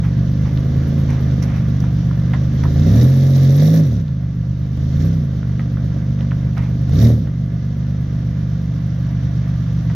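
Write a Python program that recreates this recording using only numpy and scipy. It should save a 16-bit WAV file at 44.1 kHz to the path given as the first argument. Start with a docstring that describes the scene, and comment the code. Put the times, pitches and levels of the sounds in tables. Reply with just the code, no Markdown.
"""A car creeps into a trailer.

Outdoors, an old six-cylinder car with twin exhausts burbles up a plywood ramp into a box trailer and is
revved three times. Firing pulses excite the pipes; speed and throttle drive the exhaust, fan and intake.
The ramp knocks under the wheels and gravel scuffs now and then.
An automatic gain control ducks on the loud revs and recovers slowly."""
import sys
import numpy as np
from scipy import signal
from scipy.fft import rfft, irfft, next_fast_len
from scipy.io import wavfile
from scipy.ndimage import uniform_filter1d, map_coordinates

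SR = 44100
rng = np.random.default_rng(int(sys.argv[2]) if len(sys.argv) > 2 else 0)


def output_pcm(signal):
    """Save a mono or channel-first signal as 16-bit PCM at the path in sys.argv[1].

    Samples are clipped to [-1, 1] before scaling.
    """
    pcm = np.clip(np.atleast_2d(signal).T, -1, 1) * 32767
    wavfile.write(sys.argv[1], SR, np.round(pcm).astype(np.int16))


N = 438794


def amp(db):
    """Decibels to amplitude ratio."""
    return 10 ** (np.asarray(db) / 20)


def unit(x):
    """Normalisation to rms 1."""
    return x / np.sqrt(np.mean(x ** 2) + 1e-20)


def along(points, hz):
    """Interpolation of (Hz, value) points on a logarithmic frequency axis."""
    freqs, values = np.transpose(points)
    return np.interp(np.log(hz + 1), np.log(freqs + 1), values)


def curves(rows):
    """Linear interpolation in time: one curve for each column after the first."""
    times, *columns = np.transpose(rows)
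    return [np.interp(np.arange(N) / SR, times, column) for column in columns]


def later(control, delay_s):
    """Pure delay of a control curve."""
    t = np.arange(N) / SR
    return np.interp(t - delay_s, t, control)


def wobble(rate):
    """Smooth random modulation of rms 1, with rate knots a second."""
    knots = rng.standard_normal(int(N * rate / SR) + 4)
    return unit(map_coordinates(knots, [np.arange(N) * rate / SR]))


def filtered(x, response):
    """Linear filtering by a complex frequency response."""
    size = next_fast_len(N + SR // 2)
    return irfft(rfft(x, size) * response(np.fft.rfftfreq(size, 1 / SR)), size)[..., :N]


def coloured(x, spectrum, size=8192):
    """Minimum-phase filtering: folding the cepstrum gives a causal filter with this spectrum."""
    cepstrum = irfft(np.log(amp(along(spectrum, np.fft.rfftfreq(size, 1 / SR)))))
    cepstrum[1:size // 2] *= 2
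    cepstrum[size // 2 + 1:] = 0
    return signal.fftconvolve(x, irfft(np.exp(rfft(cepstrum)))[None], axes=1)[:, :N]


# Likeness of the two microphones. Each row: frequency in Hz, left-right correlation.
COHERENCE = [(60, 1), (160, .99), (300, .9), (640, .68), (1400, .74), (3100, .58), (6800, .4), (12000, .1)]
def spread(pair):
    """Partial coherence: two independent signals become a stereo pair, most alike in the bass."""
    angle = lambda hz: np.arccos(np.clip(along(COHERENCE, hz), 0, 1)) / 2
    mid, side = filtered(pair, lambda hz: np.array([np.cos(angle(hz)), np.sin(angle(hz))]))
    return np.array([mid + side, mid - side])


def rush(spectrum, gate=1):
    """Source and filter: gated white noise, coloured and spread to stereo at rms 1."""
    return unit(spread(coloured(gate * rng.standard_normal((2, N)), spectrum)))


def outdoors(x, t60, wet_db):
    """Scattering: trailer walls and ground add a short diffuse tail to the direct sound."""
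    t = np.arange(SR // 2) / SR
    tail = rng.standard_normal((2, len(t))) * amp(-60 * t / t60) * (1 - np.exp(-t / 0.012))
    return x + amp(wet_db) * signal.fftconvolve(x, tail / np.linalg.norm(tail[0]), axes=1)[:, :N]


# Spectra of stones and of fine grit. Each row: frequency in Hz, relative level in dB.
CRUNCH_SPECTRUM = [(300, -31.5), (700, 3.5), (1100, 1), (1600, -3.5), (2150, 0), (2800, -9), (5000, -24),
                   (9000, -35.5)]
GRIT_SPECTRUM = [(2000, -19), (4000, -4), (6000, 11), (8300, -21), (9600, -7), (11500, -5.5), (15000, -15)]
# Scuffs. Each row: start in seconds, stone level in dB, grit level in dB, length in seconds.
GRAVEL_SCUFFS = [(0.028, -39, -58.5, 0.08), (0.443, -41, -57.5, 0.094), (0.566, -52.5, -56, 0.054),
                 (1.076, -38.5, -55, 0.14), (1.416, -38, -50.5, 0.065), (1.467, -41.5, -63, 0.22),
                 (1.83, -48, -62.5, 0.087), (6.563, -33.5, -54, 0.07), (6.612, -41.5, -64.5, .12)]
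# Stones snapping under load. Each row: start in seconds, relative level in dB, 60 dB decay in seconds.
STONE_SNAPS = [(1.425, -27.5, 0.05), (1.436, -33, 0.035), (1.803, -33, 0.025), (1.842, -38.5, .015),
               (2.638, -33, 0.027)]
def gravel():
    """Friction noise: stones and grit grind in quick swells, and single stones snap."""
    stone_env, grit_env, t = np.zeros(N), np.zeros(N), np.arange(N) / SR
    for start, db, grit_db, length in GRAVEL_SCUFFS:
        age = np.maximum(t - start, 0) / (.25 * length)
        swell = age * np.exp(1 - age)
        stone_env += amp(db) * swell
        grit_env += amp(grit_db) * swell
    snap_env = sum((t >= start) * amp(db - 7.0 - 60 * np.abs(t - start) / t60)
                   for start, db, t60 in STONE_SNAPS)
    stones = stone_env * rush(CRUNCH_SPECTRUM, amp(2.2 * wobble(400)))
    grit = grit_env * rush(GRIT_SPECTRUM, amp(6.5 * wobble(700)))
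    return stones + grit + snap_env * rush(GRIT_SPECTRUM)


# Resonances of the ramp. Each row: frequency in Hz, bandwidth in Hz, gain in dB.
PLYWOOD_MODES = [(655, 370, 3), (1040, 160, 3), (1230, 130, 2.5), (1880, 260, 2.5), (2130, 150, -6),
                 (3270, 760, -10.5)]
def plywood(hz):
    """Modal superposition: the board's response is a sum of damped resonances of alternating sign."""
    return sum((-1) ** k * amp(db) * 1j * hz * width / (centre ** 2 - hz ** 2 + 1j * hz * width)
               for k, (centre, width, db) in enumerate(PLYWOOD_MODES))


# Wheel knocks. Each row: start in seconds, relative level in dB, pitch in Hz, rattle offset in dB.
RAMP_KNOCKS = [(0.575, -26, 3450, -17), (1.840, -29, 1060, -11), (2.112, -27.5, 1150, -23),
               (2.3349, -22, 1850, -2.5), (2.348, -27, 1535, -8.5), (2.636, -26, 1970, -2.5),
               (2.654, -23, 1030, -15), (4.082, -29.5, 3600, -9), (5.430, -24, 1485, -22),
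               (5.595, -19.5, 1780, -10.5), (5.771, -26, 1375, -13), (6.191, -34, 2820, -3.5),
               (6.208, -26.5, 2960, -10), (6.311, -26, 2430, -14), (6.318, -18.5, 1440, -17),
               (6.575, -23.5, 1285, -7), (7.271, -29.5, 1540, -5.5), (9.899, -29, 1800, -3)]
def ramp():
    """Impact excitation: each knock is a crack of a few cycles and a short rattle of the plywood."""
    cracks, rattles = np.zeros((2, 1, N + SR))
    t = np.arange(SR // 4) / SR
    for start, db, hz, rattle_db in RAMP_KNOCKS:
        span = round(start * SR) + np.arange(len(t))
        age = t * hz / .8  # the envelope peaks after 0.8 cycles
        cracks[0, span] += amp(db + 1.5) * (age * np.exp(1 - age)) ** 2 * np.sin(2 * np.pi * hz * t)
        rattles[0, span] += amp(db + rattle_db + 9.0 - 60 * t / 0.088) * rng.standard_normal(len(t))
    return outdoors(cracks[:, :N] + filtered(rattles[:, :N], plywood), t60=0.068, wet_db=-7.0)


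# The wandering idle. Each row: time in seconds, bank rate (firings of one cylinder bank) in Hz.
IDLE_RATE = [(0.0, 23.71), (0.96, 27.38), (1.48, 24.67), (2.23, 24.34), (2.65, 26.41), (4.45, 24.36),
             (4.87, 26.19), (5.48, 24.53), (7.18, 24.97), (7.35, 24.1), (7.82, 25.05), (8.86, 24.05),
             (9.34, 24.72), (9.95, 23.72)]
# Surges of speed; the second rides on the first.
# Each row: start, rise, hold and fall in seconds, added bank rate in Hz.
SURGES = [(2.703, 0.46, 0.57, 0.49, 19.5), (3.448, 0.327, 0.037, 0.114, 9.242),
          (4.903, 0.192, 0.01, 0.248, 7.191), (6.88, 0.19, 0.078, 0.15, 14.05)]
def speed():
    """The fundamental, or bank rate, in Hz: smooth surges superposed on the idle."""
    t = np.arange(N) / SR
    ease = lambda u: .5 - .5 * np.cos(np.pi * np.clip(u, 0, 1))
    surges = [hz * ease((t - start) / rise) * (1 - ease((t - start - rise - hold) / fall))
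              for start, rise, hold, fall, hz in SURGES]
    return curves(IDLE_RATE)[0] + sum(surges)


def crank():
    """Phase as the integral of frequency: gives the bank rate and the running count of bank firings."""
    rate = speed()
    stumble = .016 * (rate.min() / rate) ** 2 * wobble(50)  # greatest at idle
    turns = np.cumsum(rate * (1 + stumble)) / SR
    loud_stroke_s = 3.364  # the count is zero on a stroke of the loudest cylinder
    return rate, turns - turns[round(loud_stroke_s * SR)]


IDLE_HZ, THROTTLE_PER_OCTAVE = 24.44, 1.047  # bank rate with the throttle shut; opening to hold more
# The pedal, one list for each rev. Each row: time in seconds, throttle opening from 0 to 1.
PEDAL_STROKES = [
    [(2.5, 0), (2.81, 0.28), (3.01, 0.77), (3.1, 0.58), (3.48, .7), (3.65, 0.99), (3.78, 0.93), (3.83, .45),
     (3.95, 0.5), (4.02, 0.1)],
    [(4.75, 0.1), (4.93, .15), (5.01, 0.53), (5.12, .24), (5.27, 0)],
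    [(6.87, 0.1), (6.97, 0.7), (7.02, .95), (7.11, 0.73), (7.15, 0.3), (7.3, 0)],
]
def pedal():
    """Throttle control: a slight opening holds the idle up, and the three revs add to it."""
    t = np.arange(N) / SR
    creep = THROTTLE_PER_OCTAVE * np.maximum(np.log2(curves(IDLE_RATE)[0] / IDLE_HZ), 0)
    return creep + sum(np.interp(t, *np.transpose(rev), left=0, right=0) for rev in PEDAL_STROKES)


# Spectra of the engine bay's noises. Each row: frequency in Hz, relative level in dB.
CLATTER_SPECTRUM = [(200, -38.5), (500, 4.5), (680, 9), (850, -2), (1250, 0.5), (1480, -1.5), (1750, 1),
                    (2100, -3), (2550, -11), (3500, -13), (7000, -48.5)]
FAN_SPECTRUM = [(1500, -33), (2550, -4), (3200, 5), (3900, 1), (5000, -0.5), (5900, 2.5), (6500, -3),
                (7000, -11), (7500, -21.5), (8500, -42), (11000, -54.5)]
INTAKE_SPECTRUM = [(1400, -25), (1750, 1.5), (2150, -2.5), (2600, -12), (3100, -9.5), (3650, -4),
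                   (4300, -4.5), (4800, -6.5), (5700, 0), (6500, -5.5), (7200, -14.5), (8400, -28.5),
                   (11000, -44.5)]
SPIT_SPECTRUM = [(2500, -31), (3200, -7), (3650, 1.5), (4300, -7), (4900, -11.5), (7000, -35)]
FIZZ_SPECTRUM = [(6000, -42), (8800, -29.5), (10000, -11.5), (11200, 0), (12200, 1), (13500, 0),
                 (15800, -7.5)]
def engine_bay(turns, throttle, clatter_db, fan_db, fizz_db):
    """Modulated noise: valves tick, the fan hisses; under throttle the intake rushes, one bank spits."""
    stroke = np.exp(-5 * (2 * turns % 1))
    cycle = turns / 3 % 1  # three firings of a bank make one engine cycle
    intake_share = np.clip(0.077 + throttle, 0, 1)
    clatter = amp(clatter_db + 0.77 * wobble(16)) * rush(CLATTER_SPECTRUM, 1 + 0.28 * stroke)
    fan = np.sqrt(1 - intake_share) * rush(FAN_SPECTRUM, 1 + .5 * stroke)
    intake = rush(INTAKE_SPECTRUM, amp(2.8 * wobble(300)))
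    spit = rush(SPIT_SPECTRUM, np.exp(-6 * ((turns + .3) % 1)))
    air = amp(fan_db + 0.89 * wobble(30)) * (fan + np.sqrt(intake_share) * (intake + amp(-7.0) * spit))
    fizz = amp(fizz_db + 1.5 * wobble(55)) * rush(FIZZ_SPECTRUM, 1 + 1.2 * np.exp(-6 * cycle))
    return outdoors(clatter + air + fizz, t60=0.027, wet_db=-7)


# The exhaust pipe's response. Each row: frequency in Hz, gain in dB.
PIPE_RESPONSE = [(150, -54.5), (190, -9.5), (222, 9.5), (255, 0.5), (285, 2), (325, -13), (370, -6.5),
                 (425, -12.5), (480, -11), (560, -8.5), (630, -18), (700, -17.5), (790, -29), (2500, -54),
                 (5000, -94.5)]
def overtones(rate, turns, level_db, count=15, fall_db=0.56):
    """Resonance: harmonics from the eighth up ring as they cross the pipe's peaks, the odd ones more."""
    tone = np.zeros(N)
    for k in 8 + np.arange(count):
        db = along(PIPE_RESPONSE, k * rate) + 3.95 * (k % 2) - fall_db * (k - 11) + 0.55 * wobble(9)
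        tone += amp(db) * np.sin(2 * np.pi * (k * turns + rng.random()) + 0.26 * wobble(15))
    return amp(level_db) * tone


# The six cylinders in firing order. Each entry: relative level in dB at the slowest idle.
CYLINDER_DB = [6.5, -2, 1, 2, 0, 0]
def exhaust_rasp(rate, turns, rasp_db):
    """Pulse excitation: each firing sends a pulse and a puff down the pipe; one cylinder barks most."""
    firing = np.floor(2 * turns).astype(int)
    onsets = np.flatnonzero(np.diff(firing)) + 1
    speed_ratio = rate / rate.min()
    cylinder_db = np.take(CYLINDER_DB, firing, mode="wrap") * speed_ratio ** 0.44
    pulse_db = cylinder_db[onsets] + 0.99 * rng.standard_normal(len(onsets))
    pulses = np.zeros((1, N))
    pulses[0, onsets] = amp(pulse_db) / speed_ratio[onsets]
    bark = unit(outdoors(coloured(pulses, PIPE_RESPONSE), t60=.08, wet_db=-6))
    puffs = rush(PIPE_RESPONSE, amp(cylinder_db) * np.exp(-1.5 * (2 * turns % 1)))
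    return amp(rasp_db) * (amp(5.0) * bark + amp(6.5) * puffs / speed_ratio ** 0.19)


# Harmonics 2 to 7 of the bank rate. Each row: source level at idle in dB, dB gained with full cylinders.
HARMONICS = [(-25.5, 12.5), (-23.5, 17), (-30.5, 9.5), (-21, 6), (-27.5, 7.5), (-22.5, -4)]
# The muffler's response. Each row: frequency in Hz, gain in dB.
MUFFLER_RESPONSE = [(48.0, -7.5), (75.0, 1.97), (98.0, -0.5), (120.0, 4.5), (138.0, 6.5), (165.0, 5.0),
                    (190.0, -4.5), (222.0, 0.1), (270.0, -4.9), (370.0, -7)]
def exhaust_note(rate, turns, fill, smear_rad=.04, flutter_rad=.06, burn_scatter_db=1):
    """Fourier synthesis: low harmonics sum to one thump a firing; the lope fades as speed rises."""
    lope = (rate.min() / rate) ** 2
    note = np.zeros(N)
    for k, (idle_db, fill_db) in enumerate(HARMONICS, 2):
        db = idle_db + fill_db * fill + along(MUFFLER_RESPONSE, k * rate)
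        bank_phase = np.pi / 2 * (k % 2)  # the two banks thump in turn
        dispersion = smear_rad * (k - 4) ** 2  # each thump rings on into the gap
        flutter = flutter_rad * lope * wobble(36)
        phase = 2 * np.pi * k * turns + bank_phase + dispersion + flutter
        note -= amp(db + 0.82 * lope * wobble(30)) * np.sqrt(2) * np.cos(phase)
    # unequal cylinders repeat once an engine cycle, and no two burns are alike
    cycle = 2 * np.pi * turns / 3
    uneven_db = 1.1 * np.sin(cycle) + 1.2 * np.sin(2 * cycle) + 1.0 * np.sin(4 * cycle)
    return note * amp(-1.0 + lope * (uneven_db + burn_scatter_db * wobble(45)))


# Growth of each layer. Each holds: base level in dB, dB gained at full throttle, dB per octave of speed.
PIPE_GROWTH = (-43, 17, 2.5)
CLATTER_GROWTH = (-42.5, 7, 0.5)
FAN_GROWTH = (-50.5, 16.5, 2)
FIZZ_GROWTH = (-64, 20.5, 6.5)
# Spectrum of the turbulent rumble. 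Each row: frequency in Hz, relative level in dB.
RUMBLE_SPECTRUM = [(15, -27.5), (30, -14), (50, 1.5), (110, 9.5), (180, 0), (300, -4), (600, -60)]
# Slow changes as the car rolls in.
# Each row: time in seconds, then gains in dB of exhaust note, overtones, rasp and engine bay.
ROLL_IN_GAINS = [(0, -0.6, 1.5, -2, -3), (.7, -3, 3, 0.5, -2), (1.4, -2.3, 2.5, 0.5, -0.5),
                 (2.1, -1.4, -2, -0.5, -1), (2.7, -2.5, 0, 2, -1.7), (4.3, 1.14, 1, -2.5, -1.6),
                 (5.6, 0, 3.5, 2, 0), (6.7, -0.3, 1.5, 1, -1.5), (8.2, 0.1, 2, -.5, -0.5),
                 (9.95, -1.2, -3.5, -5.5, 0)]
def engine(manifold_lag_s=.025, fill_slope=1.674):
    """Superposition: exhaust, engine bay and turbulent rumble all follow one crank and one throttle."""
    rate, turns = crank()
    throttle, octaves = pedal(), np.log2(rate / IDLE_HZ)
    load = later(throttle, manifold_lag_s)  # the exhaust answers the pedal late
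    fill = np.tanh(fill_slope * load)  # the cylinders' charge saturates
    level = lambda growth, drive: growth[0] + growth[1] * drive + growth[2] * octaves
    note_db, overtone_db, rasp_db, bay_db = curves(ROLL_IN_GAINS)
    pipe_db = level(PIPE_GROWTH, load)
    exhaust = amp(note_db) * exhaust_note(rate, turns, fill)
    exhaust += overtones(rate, turns, pipe_db + overtone_db)
    rasp = exhaust_rasp(rate, turns, pipe_db + rasp_db)
    rumble = amp(-6.5 + .5 * pipe_db) * rate.min() / rate * rush(RUMBLE_SPECTRUM)
    bay_levels = [level(growth, throttle) for growth in (CLATTER_GROWTH, FAN_GROWTH, FIZZ_GROWTH)]
    bay = amp(bay_db) * engine_bay(turns, throttle, *bay_levels)
    return exhaust + rasp + bay + rumble


def scene():
    """Linear superposition of car, ramp and gravel."""
    return engine() + ramp() + gravel()


def gain_control(x, threshold_db=-10.5, share=0.86, delay_s=.05, attack_s=0.022, recover_db_per_s=1.41):
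    """Compression: a share of the level above the threshold is soon removed; the gain creeps back."""
    power = uniform_filter1d(np.mean(x ** 2, axis=0), size=SR // 16)
    excess_db = np.maximum(10 * np.log10(np.abs(power) + 1e-12) - threshold_db, 0)
    recovery_db = recover_db_per_s * np.arange(N) / SR
    held_db = np.maximum.accumulate(share * excess_db + recovery_db) - recovery_db
    step = 1 / (attack_s * SR)
    duck_db = signal.lfilter([step], [1, step - 1], later(held_db, delay_s))
    return x * amp(-duck_db)


# Imbalance of the microphone ports. Each row: frequency in Hz, left minus right level in dB.
PORT_BALANCE = [(140, -.7), (300, -2.2), (500, -4), (1170, -6.5), (1790, -3.5), (2740, 4), (4190, -9),
                (6410, -2.5), (9800, 9), (15000, 3.5)]
# Their phase difference. Each row: frequency in Hz, lead of the left in radians.
PORT_PHASE = [(30, .27), (55, .25), (125, .1), (220, .03), (550, -.05)]
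def record(dry, top_hz=15950):
    """Transduction: two unequal ports, then gain control, soft saturation and a band limit."""
    left = lambda hz: amp(along(PORT_BALANCE, hz) / 2) * np.exp(.5j * along(PORT_PHASE, hz))
    heard = gain_control(filtered(dry, lambda hz: np.array([left(hz), 1 / left(hz)])))
    rounded = heard / (1 + heard ** 8) ** (1 / 8)
    return filtered(rounded, lambda hz: hz < top_hz)


dry = scene()
out = record(dry)
output_pcm(out)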